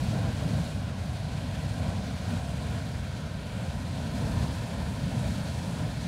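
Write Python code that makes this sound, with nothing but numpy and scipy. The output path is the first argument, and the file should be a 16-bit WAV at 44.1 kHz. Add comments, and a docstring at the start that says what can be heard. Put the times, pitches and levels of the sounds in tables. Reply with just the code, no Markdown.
"""Geyser blowing water and steam

The jet roars low and hisses high: noise is coloured, split into bands, and each band's level is modulated.
Slugs of water swell the low and middle bands, spurts of spray chiefly the high ones.
Filtered echoes off the open ground comb the spectrum by interference.
A faint whistle, made of two sine sweeps, glides up and then down once."""
import sys
import numpy as np
from scipy import signal
from scipy.fft import rfft, irfft, next_fast_len
from scipy.io import wavfile
from scipy.ndimage import uniform_filter1d, map_coordinates

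SR = 44100
rng = np.random.default_rng(int(sys.argv[2]) if len(sys.argv) > 2 else 0)


def to_wav(s):
    """Save 16-bit WAV."""
    ch = np.atleast_2d(s).T  # columns
    pcm = np.round(np.clip(ch, -1, 1) * 32767)  # PCM
    wavfile.write(sys.argv[1], SR, pcm.astype(np.int16))


N = 267687

# How each spectral region follows the jet: (centre [Hz], response to flow [dB per dB],
# share of a slug's roar [ratio], share of the rush [ratio], share of a spurt [ratio])
REGIONS = [(149, 0.43, .96, 0, 0), (300, .4, 0.55, 0.67, 0.095), (600, 0.5, .1, 1.2, 0.27),
           (1000, .2, 0.041, 0.75, .4), (1800, 0.4, 0.062, 0.47, .7), (3300, 0.5, 0.11, 0.065, .9),
           (8000, 1.13, 0, .02, 0.6), (12000, 1.2, 0, .1, .7), (16000, 1.3, 0, .1, .6)]


def undb(db):
    """Decibel law: 20 dB is a factor of ten in amplitude."""
    return 10 ** (np.asarray(db) / 20)


def walk(rate):
    """Band-limited random modulation: levels held 1 / rate seconds, averaged twice, scaled to unit spread."""
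    hold = int(SR / rate)
    steps = np.repeat(rng.standard_normal(N // hold + 1), hold)
    smooth = uniform_filter1d(uniform_filter1d(steps, hold), hold)[:N]
    return smooth / smooth.std()


def swell(t, peak_s, length_s):
    """Gaussian pulse envelopes, one row per event; the length is four standard deviations."""
    return np.exp(-0.5 * (4 * (t - peak_s[:, None]) / length_s) ** 2)


def swings(flow_lag_s=0.05, spurt_s=0.03):
    """Linear superposition of level swings [dB]: each region weights the flow, slugs, rush and spurts."""
    # Force of the jet, as the level of its spray; only departures from the mean count: (time [s], level [dB])
    flow_levels = [(0.0, -50), (0.03, -51), (0.37, -53), (0.59, -51.5), (0.94, -57.5), (1.01, -54.5),
                   (1.17, -54.5), (1.18, -56), (1.79, -53.5), (2.03, -54.5), (2.04, -54), (2.4, -52.5),
                   (2.42, -53.5), (3.26, -55), (3.36, -57), (3.57, -55), (4.14, -53.5), (4.19, -51),
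                   (4.53, -51.5), (4.6, -52.5), (4.97, -53.5), (5.24, -51), (5.93, -53), (6.07, -52)]
    # Slugs of water bursting from the vent, before each region's share:
    # (peak time [s], length [s], roar swell [dB], rush swell [dB])
    slug_events = [(0.07, 0.21, 4, -1.5), (0.17, 0.36, 1, 3.5), (0.264, 0.081, 4, 2.5),
                   (.53, 0.27, 6.5, 2.5), (0.625, .15, -0.5, 1.5), (1.858, 0.31, 4, 3),
                   (2.344, 0.18, 2, 2.5), (3.707, 0.48, -1.5, 1), (4.24, 0.26, 1, 1.5),
                   (4.377, 0.36, 6, 0.5), (4.445, 0.14, 1.5, 3.5), (4.83, .15, 1.5, 1.2),
                   (5.065, 0.17, 4.5, -2), (5.26, 0.11, 4.5, 3), (5.424, 0.32, 1, 0),
                   (5.824, 0.069, 2, 2.5)]
    # Strongest short spurts of spray, before each region's share: (peak time [s], swell [dB])
    spurt_events = [(1.375, 3.5), (1.557, 2.5), (2.314, 1.5), (3.704, 2.4), (4.428, 3)]
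    # Slow level of the middle rush, before each region's share: (time [s], level [dB])
    rush_levels = [(0, 1), (.8, -1), (1.2, -1), (1.6, 0), (2.05, -.5), (2.8, -0.5), (3.3, -1.5),
                   (3.9, -0.5), (4.6, 0), (4.95, 0), (5.3, 1), (5.65, 0), (6.07, -1.5)]

    t = np.arange(N) / SR
    # the column evens out sudden changes of flow
    flow = uniform_filter1d(np.interp(t, *np.transpose(flow_levels)), int(flow_lag_s * SR))
    peak_s, length_s, roar_db, rush_db = np.transpose(slug_events)
    slugs = swell(t, peak_s, length_s[:, None])
    roar = roar_db @ slugs
    rush = rush_db @ slugs + np.interp(t, *np.transpose(rush_levels))
    peak_s, spurt_db = np.transpose(spurt_events)
    spurts = spurt_db @ swell(t, peak_s, spurt_s)
    weights = np.transpose(REGIONS)[1:].T
    return weights @ np.array([flow - flow.mean(), roar, rush, spurts])


def jet(puff_db=0.25, sputter_db=0.71,  # spread at the top region, falling to none at the lowest
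        flicker_db=0.5, patter_db=0.62,  # spread, drawn afresh for each band
        spurt=0.64,  # skew of the puffs
        gust_db=0.46, gust_hz=1000, gust_octaves=1.5,  # spread at the centre, centre, reach
        flutter_db=1.0, flutter_hz=300):  # spread at the centre, centre
    """Turbulent jet noise: eddies of many sizes give a broad spectrum whose bands fluctuate partly together."""
    # Spectrum of the jet before the overall level is set: (frequency [Hz], relative density [dB per Hz])
    jet_colour = [(20, -25), (34, -19.5), (55, -3.5), (85, -0.5), (150, -3.5), (210, -7.5), (300, -10),
                  (420, -12), (700, -19.0), (1230, -23), (1600, -24.5), (1900, -26), (2300, -27),
                  (3000, -28), (4300, -28), (5300, -33.5), (9500, -37.5), (11500, -44.5), (13700, -51),
                  (15600, -53)]

    surge = swings()
    size = next_fast_len(N)
    octave = np.log2(np.arange(1, size // 2 + 2) * SR / size)  # octaves above 1 Hz
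    hz, colour_db = np.transpose(jet_colour)
    colour = undb(np.interp(octave, np.log2(hz), colour_db))
    noise = rfft(rng.standard_normal(size)) * colour

    sputter, gust, flutter = walk(90), walk(10), walk(30)
    puff = np.exp(spurt * walk(23.95))  # puffs jump up in short spurts more than they sag
    puff = (puff - puff.mean()) / puff.std()

    region_octave = np.log2(np.transpose(REGIONS)[0])
    last = len(REGIONS) - 1
    out = 0
    for centre in np.arange(4, 14.6, 0.5):
        # neighbouring bands crossfade so that their weights add to one
        weight = np.cos(np.pi * np.clip(octave - centre, -0.5, 0.5)) ** 2
        band = irfft(noise * weight, size)[:N]
        place = np.interp(centre, region_octave, np.arange(last + 1))
        low = min(int(place), last - 1)
        db = surge[low] + (place - low) * (surge[low + 1] - surge[low])
        # small eddies react at once to each puff, the big ones of the plume average it out
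        db = db + place / last * (puff_db * puff + sputter_db * sputter)
        db = db + flicker_db * walk(7.1) + patter_db * walk(2 ** centre / 80)
        gust_reach = np.exp(-((centre - np.log2(gust_hz)) / gust_octaves) ** 2)
        flutter_reach = np.exp(-(centre - np.log2(flutter_hz)) ** 2 / 2)
        db = db + gust_db * gust * gust_reach + flutter_db * flutter * flutter_reach
        out = out + band * undb(db)
    return out


def ground(direct, wander_ms=0.027, smear_ms=0.063):
    """Comb-filter interference: dull echoes creep in lag as the listener shifts and wander as the column sways."""
    # Echoes off the ground, inverted where the share is negative:
    # (lag at the start [ms], lag at the end [ms], pressure share before the low-pass [ratio], treble edge [Hz])
    echo_paths = [(1.18, 1.157, 0.53, 1200), (3.29, 3.52, -0.36, 590), (2.124, 2.42, -0.5, 600)]

    taps = np.arange(-40, 41)
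    smear = np.exp(-0.5 * (taps / (smear_ms * SR / 1000)) ** 2)  # spread of lags over the column's height
    smear = smear / smear.sum()
    out = direct
    for start_ms, end_ms, share, edge_hz in echo_paths:
        lag_ms = np.linspace(start_ms, end_ms, N) + wander_ms * walk(3.035)
        source_index = np.arange(N) - lag_ms * SR / 1000
        echo = map_coordinates(direct, [source_index], order=3, mode="mirror")
        echo = np.convolve(echo, smear, "same")
        out = out + share * signal.lfilter(*signal.butter(1, edge_hz, fs=SR), echo)
    return out


def whistle(waver_hz=18, waver_db=2):
    """Frequency modulation: phase is the running integral of a gliding, wavering pitch, under soft ends."""
    # Glides, before the waver: (start [s], end [s], from [Hz], to [Hz], amplitude before the soft ends [dB])
    glides = [(0.785, 0.865, 680, 940, -55), (.885, .985, 1370, 860, -60)]

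    out = np.zeros(N)
    pitch_waver = waver_hz * walk(59.6)
    level_waver = undb(waver_db * walk(51.7))
    for start, end, from_hz, to_hz, db in glides:
        i = np.arange(int(start * SR), int(end * SR))
        pitch = np.linspace(from_hz, to_hz, len(i)) + pitch_waver[i]
        phase = 2 * np.pi * np.cumsum(pitch) / SR
        soft_ends = np.sqrt(2 * np.hanning(len(i)))  # mean square of one
        out[i] = undb(db) * level_waver[i] * soft_ends * np.sin(phase)
    return out


def scene(jet_db=-30.5):
    """Superposition of pressures: the jet with its echoes, set to an RMS level [dB], plus the whistle."""
    roar = ground(jet())
    roar = roar * undb(jet_db) / roar.std()
    return (roar + whistle())[None]


def record(dry, bass_hz=33.0, top_hz=15680):
    """Band limiting: a high-pass thins the deepest bass and a steep elliptic low-pass cuts the top."""
    high_pass = signal.butter(3, bass_hz, "high", fs=SR, output="sos")
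    low_pass = signal.ellip(12, 0.2, 80, top_hz, fs=SR, output="sos")  # ripple 0.2 dB, stop band 80 dB down
    return signal.sosfilt(low_pass, signal.sosfilt(high_pass, dry))


dry = scene()
out = record(dry)
to_wav(out)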